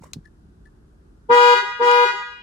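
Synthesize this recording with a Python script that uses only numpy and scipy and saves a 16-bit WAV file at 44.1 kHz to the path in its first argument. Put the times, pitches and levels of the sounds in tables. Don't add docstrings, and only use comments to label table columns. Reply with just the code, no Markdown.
import sys
import numpy as np
from scipy import signal
from scipy.fft import next_fast_len
from scipy.io import wavfile
from scipy.ndimage import uniform_filter1d, minimum_filter1d

SR = 44100
rng = np.random.default_rng(int(sys.argv[2]) if len(sys.argv) > 2 else 0)


def transcribe(u):
    v = np.clip(np.atleast_2d(u).T, -1, 1)
    q = np.round(v * 32767).astype(np.int16)
    wavfile.write(sys.argv[1], SR, q)


N = 106854


def amp(db):
    return 10 ** (np.asarray(db) / 20)


def evened(x):
    return x / np.sqrt(np.mean(abs(x) ** 2) + 1e-20)


def read(points, hz):
    f, value = np.transpose(points)
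    return np.interp(np.log(hz + 1), np.log(f + 1), value)


def add(mix, s, sound, pan_db):
    part = mix[:, round(s * SR):][:, :len(sound)]
    part += amp([[pan_db / 2], [-pan_db / 2]]) * sound[:part.shape[1]]


# pitch in Hz, left minus right in dB.
NOISE_LEAN = [(60, 0), (380, 0.27), (2380, 1.8), (15000, -0.5)]


def noise(spectrum, same, patchy_db):
    frames, hz = N // 256 + 9, np.fft.rfftfreq(1024, 1 / SR)
    a, b, c, d, patches = rng.standard_normal((frames, 513, 5)).T
    patches = evened(uniform_filter1d(uniform_filter1d(patches, 8, 0), 14, 1))
    same = np.clip(read(same, hz), -1, 1)[:, None]
    left = a + 1j * b
    right = same * left + np.sqrt(1 - same ** 2) * (c + 1j * d)
    lean = read(NOISE_LEAN, hz)[:, None] / 2
    level_db = read(spectrum, hz)[:, None] + patchy_db * patches
    z = np.array([left, right]) * amp(level_db + np.array([lean, -lean]))
    return evened(signal.istft(z, nperseg=1024, noverlap=768)[1][:, 768:N + 768])


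def ring(modes, soft_s):
    t = np.arange(6000) / SR
    tones = sum(amp(db - 60 * t / t60) * np.sin(2 * np.pi * hz * t) for hz, db, t60 in modes)
    x = tones * np.minimum(t / soft_s, 1)
    return x / abs(x).max()


# pitch in Hz, relative level in dB per Hz.
AIR_COLOUR = [(15, -33), (28, -20), (42, 2.5), (62, -20), (108, -11), (185, -8.5), (229, -16), (335, -13.5),
              (560, -30), (1520, -31), (2110, -44.5), (5000, -46.5), (11300, -52.5), (16000, -79)]
# pitch in Hz, likeness from -1 (opposite) to 1 (same).
AIR_LIKENESS = [(60, 0.98), (240, 0.79), (950, -0.29), (3770, -0.2), (15000, 0.54)]


def air():
    return amp(-49) * noise(AIR_COLOUR, AIR_LIKENESS, patchy_db=.7)


# time in seconds, hiss level in dB, scrape level in dB.
RUB_LEVELS = [(0.01, -73, -78), (0.024, -63, -56), (0.03, -70, -51), (0.037, -56, -48),
              (0.044, -53.5, -55.5), (0.056, -68, -46), (0.066, -63, -48), (0.102, -78, -61.5),
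              (0.118, -71, -62)]


def rub():
    t = np.arange(N) / SR
    at, hiss_db, scrape_db = np.transpose(RUB_LEVELS)
    # pitch in Hz, relative level in dB per Hz.
    hiss_colour = [(2500, -16.5), (4000, -6), (7500, 0.5), (16000, -19.0)]
    scrape_colour = [(500, 1.0), (900, -5), (1150, 4.5), (1500, -13.5), (2000, -9.5),
                     (2500, -20.5), (16000, -68)]
    hiss = noise(hiss_colour, [(100, .5), (16000, 0.28)], patchy_db=0)
    scrape = noise(scrape_colour, [(100, 0.4), (16000, 0.34)], patchy_db=4)
    hiss = hiss * amp(np.interp(t, at, hiss_db, -120, -120))
    return hiss + scrape * amp(np.interp(t, at, scrape_db, -120, -120))


# start in seconds, peak in dB before the lean, pitch in Hz,
# left minus right in dB.
HAND_BUMPS = [(0.01, -36, 154, -2.5), (0.159, -33, 211, -5.5), (0.166, -25.5, 163, 0),
              (0.184, -31, 154, 2.5)]


def bumps():
    out = np.zeros((2, N))
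    for s, db, hz, pan_db in HAND_BUMPS:
        add(out, s, amp(db) * ring([(hz, 0, .04)], .002), pan_db)
    return out


# start in seconds, peak in dB before the lean, pitch in Hz,
# left minus right in dB.
FINGER_TAPS = [(0.023, -43.5, 910, 3), (.036, -40, 534, -10), (0.041, -40.5, 1020, -8)]


def taps():
    out = np.zeros((2, N))
    for s, db, hz, pan_db in FINGER_TAPS:
        add(out, s, amp(db) * ring([(hz, 0, .02), (1.39 * hz, -9, .012)], 0.001), pan_db)
    return out


# pitch in Hz, relative level in dB per Hz.
SNAP_COLOUR = [(800, -9.5), (2200, -14), (2800, -6), (4400, 0), (6500, -5), (10000, -13), (16000, -23)]


def snap_noise():
    return noise(SNAP_COLOUR, [(100, 0.72), (16000, 0.15)], patchy_db=0)


def add_tail(out, snap, s, tail):
    begin = round(s * SR)
    out[:, begin:begin + 4000] += snap[:, begin:begin + 4000] * tail


# start in seconds, ring peak in dB before the lean,
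# left minus right in dB.
BUTTON_CLICKS = [(0.1334, -21, 11), (1.576, -27.5, 2.5), (1.913, -19.5, -8)]
# pitch in Hz, relative level in dB, seconds to fade by 60 dB.
BUTTON_TONES = [(1410, -19, 0.007), (2490, 3, 0.0033), (4030, -7, 0.019), (5600, -6, 0.0053),
                (6530, -0.5, 0.008), (7540, -6, 0.006), (10760, -8, 0.0041), (12400, -19, 0.005)]


def clicks(snap):
    out, u = np.zeros((2, N)), np.arange(4000) / SR
    for s, db, pan_db in BUTTON_CLICKS:
        add(out, s, amp(db) * ring(BUTTON_TONES, 0.0012), pan_db)
        tail = amp(db - 11 - 60 * u / 0.035) + amp(db - 33 - 60 * u / 0.15)
        add_tail(out, snap, s, tail)
    return out


# start in seconds, ring peak in dB before the lean,
# left minus right in dB.
RELAY_TICKS = [(0.244, -58, -4), (0.254, -45, 11.5), (0.272, -53.5, 6), (0.655, -49, 8), (0.67, -54.5, 5)]
# pitch in Hz, relative level in dB, seconds to fade by 60 dB.
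RELAY_TONES = [(1740, 0, 0.05), (1900, -2, 0.022), (3450, -20, .015), (5230, -17, 0.018), (9250, -25, .05),
               (9480, -25, .04)]


def ticks(snap):
    out, u = np.zeros((2, N)), np.arange(4000) / SR
    for s, db, pan_db in RELAY_TICKS:
        add(out, s, amp(db) * ring(RELAY_TONES, .006), pan_db)
        add_tail(out, snap, s, amp(db - 17.5 - 60 * u / 0.048))
    return out


# pitch in Hz, seconds to fade by 60 dB.
YARD_FADE = [(300, 0.33), (500, 1), (1000, 0.76), (3000, 1.0), (7000, 0.61), (15000, 0.21)]
FAR_WALL_S, FAR_WALL_DB, FAR_SPREAD_S = .18, 5, 0.0077


def yard():
    hz, t, z = signal.stft(rng.standard_normal((2, SR)), SR, nperseg=256)
    bunch_db = FAR_WALL_DB * np.exp(-((t - FAR_WALL_S) / FAR_SPREAD_S) ** 2)
    shape_db = -60 * t / read(YARD_FADE, hz)[:, None] + bunch_db
    return signal.istft(z * amp(shape_db) * np.clip(t / 0.0069, 0, 1), SR, nperseg=256)[1]


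# start in seconds, length in seconds, relative level in dB.
HONK_TIMES = [(1.285, 0.254, 1), (1.788, 0.2552, 0.5)]
EASE_S = 0.004


def gate(t, rise_s, fall_s, power):
    edges = 0
    for s, length, db in HONK_TIMES:
        rise = np.clip((t - s) / rise_s, 0, 1) ** power
        edges = edges + amp(db) * rise * np.exp(-np.maximum(t - s - length, 0) / fall_s)
    size = max(round(EASE_S * SR), 1)
    return uniform_filter1d(edges, size, origin=(size - 1) // 2, mode="constant")


def later(tone, hz, s):
    late = max(round(s * SR), 1)
    return np.concatenate([np.zeros(late), tone[:-late]]) * np.exp(2j * np.pi * hz * late / SR)


# left level in dB,
# right level in dB, how far left leads in radians, level lingering in the yard after the honk in dB.
HIGH_OVERTONES = [(-20, -17, -0.1, -44.5), (-11.5, -20, 1.27, -34.5), (-18.5, -22, 3, -31.5),
                  (-30, -35.5, 3, -32), (-29.5, -32.5, 2, -58), (-31.5, -38, -2, -42.5),
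                  (-40, -40.5, -1.1, -51.5), (-36, -44, 0.87, -50.5), (-54.5, -43.5, 5, -58),
                  (-39, -54.5, -0.4, -57.5), (-51.5, -47.5, -1, -58.5), (-52.5, -56.5, -2, -64.5),
                  (-57.5, -60, 0, -72), (-55.5, -59, 2, -67.5), (-58.5, -68, -1.4, -78),
                  (-65.5, -73, -6.5, -77), (-74, -71, -3.5, -87.5), (-90.5, -81, -1, -97),
                  (-69, -81.5, 3, -81.5), (-70, -72.5, 3, -86.5), (-75, -76, 1.6, -85.5),
                  (-57.5, -77, -3, -84.5), (-68.5, -85, 4, -88.5), (-72, -75, -3, -96),
                  (-75.5, -84.5, 2.2, -90), (-67, -74.5, 4, -91.5), (-67, -82.5, 2.5, -94.5),
                  (-74.5, -77, 2.9, -100.5), (-82.5, -88, -3.5, -100), (-75.5, -95, 4, -99)]
LOW_OVERTONES = [(-41, -36.5, 3.5, -43), (-28.5, -30, 1.3, -35), (-26, -29.5, 0.5, -36),
                 (-28.5, -43, 2.5, -33), (-33.5, -33, -0.88, -37.5), (-40.5, -28.5, 1.02, -39.5),
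                 (-30.5, -44, -2, -44), (-35, -41.5, 0.8, -46.5), (-44, -40, -2, -49),
                 (-41.5, -54, 0.9, -53), (-42.5, -53, -1.5, -49.5), (-42, -50, 0.5, -53.5),
                 (-52.5, -59, -2.5, -55.5), (-42, -55, 2.2, -63), (-44, -55, -1.2, -61),
                 (-49, -57.5, 0.5, -59), (-47, -64, 0, -60.5), (-46, -57, 3.4, -64),
                 (-55.5, -61.5, 2.9, -69), (-54, -67, 4, -75.5), (-62, -71.5, -1.5, -73),
                 (-61, -72, 1.2, -75), (-63, -75, 0, -78.5), (-54.5, -72, -3.5, -77),
                 (-60, -68.5, 3.5, -76.5), (-60.5, -76, -0.3, -82.5), (-72.5, -74.5, -1, -79),
                 (-60, -77, 0.5, -84.5), (-62.5, -70, -0.8, -83.5), (-69, -67, -0.5, -90),
                 (-70.5, -75, 0, -85), (-74, -75, -1, -84.5), (-60, -79.5, -1.5, -91),
                 (-75, -91, -1.5, -94.5), (-77, -87, 4, -95.5), (-75, -105, 4.5, -96)]
# pitch in Hz, share from 0 to 1 (0.7 at most is used).
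NEAR_WALL_SHARE = [(400, 0), (1000, 0.36), (2000, 1), (6000, 0.53), (15000, 0.08)]
# pitch in Hz, share from 0 to 1.
FAR_WALL_SHARE = [(500, 0.04), (1000, 0.07), (2000, 0.03), (5000, 0.06), (8000, 0), (15000, 0.07)]
HIGH_HZ, LOW_HZ = 483.8, 409.7
HORN_DB, LINGER_DB = 6.5, -0.5
START_SAG, SETTLE_S = 0.097, 0.011
WAVER = 0.00057
SECOND_SHARP = .0006
WALL_S, WALL_SPREAD_S = 0.062, 0.03
RISE_S, RISE_PER_OVERTONE_S, FALL_S = 0.017, 0.0016, 0.0023
RING_DOWN_S = 0.0057
SHARPNESS = 0.35
YARD_MOST = 1


def horn(pitch_hz, overtones, echoes):
    first = round(HONK_TIMES[0][0] * SR)
    size = next_fast_len(N - first + echoes.shape[1])
    t = (first + np.arange(N - first)) / SR
    since = t - np.max([np.where(t >= s, s, 0) for s, _, _ in HONK_TIMES], axis=0)

    waver = evened(uniform_filter1d(uniform_filter1d(rng.standard_normal(len(t)), 900), 900))
    sag = START_SAG * np.exp(-since / SETTLE_S)
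    bend = 1 - sag + WAVER * waver + SECOND_SHARP * (t > HONK_TIMES[1][0])
    turns = np.cumsum(pitch_hz * bend) / SR
    turns -= np.max([np.where(t >= s, turns[round(s * SR) - first], 0) for s, _, _ in HONK_TIMES], axis=0)

    held, after = (since > .12) & (since < .24), (since > .33) & (since < .46)
    echoes, out = np.fft.fft(echoes, size), np.zeros((2, N))
    draws = rng.random((len(overtones), 8))
    for k, (row, (phase, *spot)) in enumerate(zip(overtones, draws), 1):
        left_db, right_db, lead, linger_db = row
        hz = k * pitch_hz
        tone = gate(t, RISE_S + k * RISE_PER_OVERTONE_S, FALL_S + RING_DOWN_S / k ** 2, 1.4 + SHARPNESS * k)
        tone = tone * np.exp(2j * np.pi * (k * turns + phase))

        wet = np.fft.ifft(np.fft.fft(tone, size) * echoes)[:, :len(t)]
        linger = np.sqrt(np.mean(abs(wet[:, after]) ** 2, axis=1, keepdims=True))
        wet *= amp(linger_db + LINGER_DB) / linger
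        yard_part = np.mean(wet[:, held] / tone[held], axis=1, keepdims=True)
        full = amp([[left_db], [right_db]]) * np.exp([[1j * lead], [0]])
        tame = np.minimum(YARD_MOST * abs(full).max() / abs(yard_part), 1)
        wet, yard_part = wet * tame, yard_part * tame

        spread_s = WALL_SPREAD_S * min(k / 8, 1)
        wall = np.array([later(tone, hz, WALL_S + spread_s * (2 * u - 1)) for u in spot[:6]])
        wall = wall.reshape(2, 3, -1).mean(1)
        far_wall = later(tone, hz, FAR_WALL_S + spread_s * (2 * spot[6] - 1))
        share, far = np.clip([read(NEAR_WALL_SHARE, hz), read(FAR_WALL_SHARE, hz)], 0, .7)
        arriving = max(1 - share - far, .05) * tone + share * wall + far * far_wall
        out[:, first:] += np.sqrt(2) * ((full - yard_part) * arriving + wet).real
    return amp(HORN_DB) * out


# start in seconds, relative level in dB.
BODY_JOLTS = [(1.291, 8.5), (1.794, 5)]
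# pitch in Hz, relative level in dB per Hz.
RATTLE_COLOUR = [(100, -32.5), (170, -12), (280, -26.5), (400, 7.5), (540, -9.5), (640, -15.5),
                 (16000, -100)]
BUZZ_COLOUR = [(500, -20), (700, -22), (1000, 0), (2000, -4), (4000, -7), (8000, -23), (16000, -36)]
BUZZ_DB, RATTLE_DB, KICK_T60 = -43, -32, .4
THUMP_HZ, THUMP_DB, THUMP_T60 = 152, -39.5, 0.068
FREE_RING_HZ, FREE_RING_DB, FREE_RING_T60 = 392, -23.5, 0.11


def body():
    t = np.arange(N) / SR
    kick = 0
    for s, db in BODY_JOLTS:
        fade = amp(RATTLE_DB + db - 60 * np.maximum(t - s, 0) / KICK_T60)
        kick = kick + fade * np.clip((t - s) / 0.012, 0, 1) ** 2
    buzz = noise(BUZZ_COLOUR, [(100, 0.74), (1000, 0.15), (16000, 0.22)], patchy_db=4)
    out = amp(BUZZ_DB) * gate(t, 0.019, 0.15, 1.5) * buzz
    out += kick * noise(RATTLE_COLOUR, [(100, 1.0), (1000, 0.19)], patchy_db=4)
    thump = ring([(THUMP_HZ, 0, THUMP_T60), (260, -3, .15)], 0.052)
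    for s, db in BODY_JOLTS:
        add(out, s, amp(THUMP_DB + db) * thump, 0)
    free = ring([(FREE_RING_HZ, 0, FREE_RING_T60)], 0.014)
    for s, length, db in HONK_TIMES:
        add(out, s + length + 0.0042, amp(FREE_RING_DB + db) * free, 0)
        add(out, s + length + WALL_S + 0.022, amp(FREE_RING_DB + db - 5.5) * free, 3)
    return out


def scene():
    echoes = yard()
    background = air()
    horns = horn(HIGH_HZ, HIGH_OVERTONES, echoes) + horn(LOW_HZ, LOW_OVERTONES, echoes)
    car = horns + body()
    snap = snap_noise()
    small_sounds = clicks(snap) + ticks(snap) + taps() + bumps() + rub()
    return background + car + small_sounds


LOW_CUT_HZ, EDGE_HZ = 38, 16300
GAIN_FROM_DB, GAIN_SHARE, GAIN_FALL_S, GAIN_BACK_S = -39.5, 0.24, 0.17, 0.91


def record(dry):
    hop = 128
    dry = signal.sosfilt(signal.butter(6, LOW_CUT_HZ, "high", fs=SR, output="sos"), dry)
    power = uniform_filter1d((dry ** 2).mean(0), 900)[::hop]
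    power_db = 10 * np.log10(abs(power) + 1e-12)
    down_db = GAIN_SHARE * np.maximum(power_db - GAIN_FROM_DB, 0)
    held = [0.]
    for want in down_db:
        react_s = GAIN_FALL_S if want > held[-1] else GAIN_BACK_S
        held.append(held[-1] + (want - held[-1]) * hop / SR / react_s)
    ducked = dry / amp(np.interp(np.arange(N) / hop, np.arange(len(held)), held))
    limit = minimum_filter1d(1 / np.maximum(abs(ducked).max(0), 1), 2001)
    ducked = ducked * uniform_filter1d(limit, 1801)
    band_limit = signal.firwin(511, EDGE_HZ, window=("kaiser", 9), fs=SR)
    return signal.oaconvolve(ducked, band_limit[None], "same")


dry = scene()
out = record(dry)
transcribe(out)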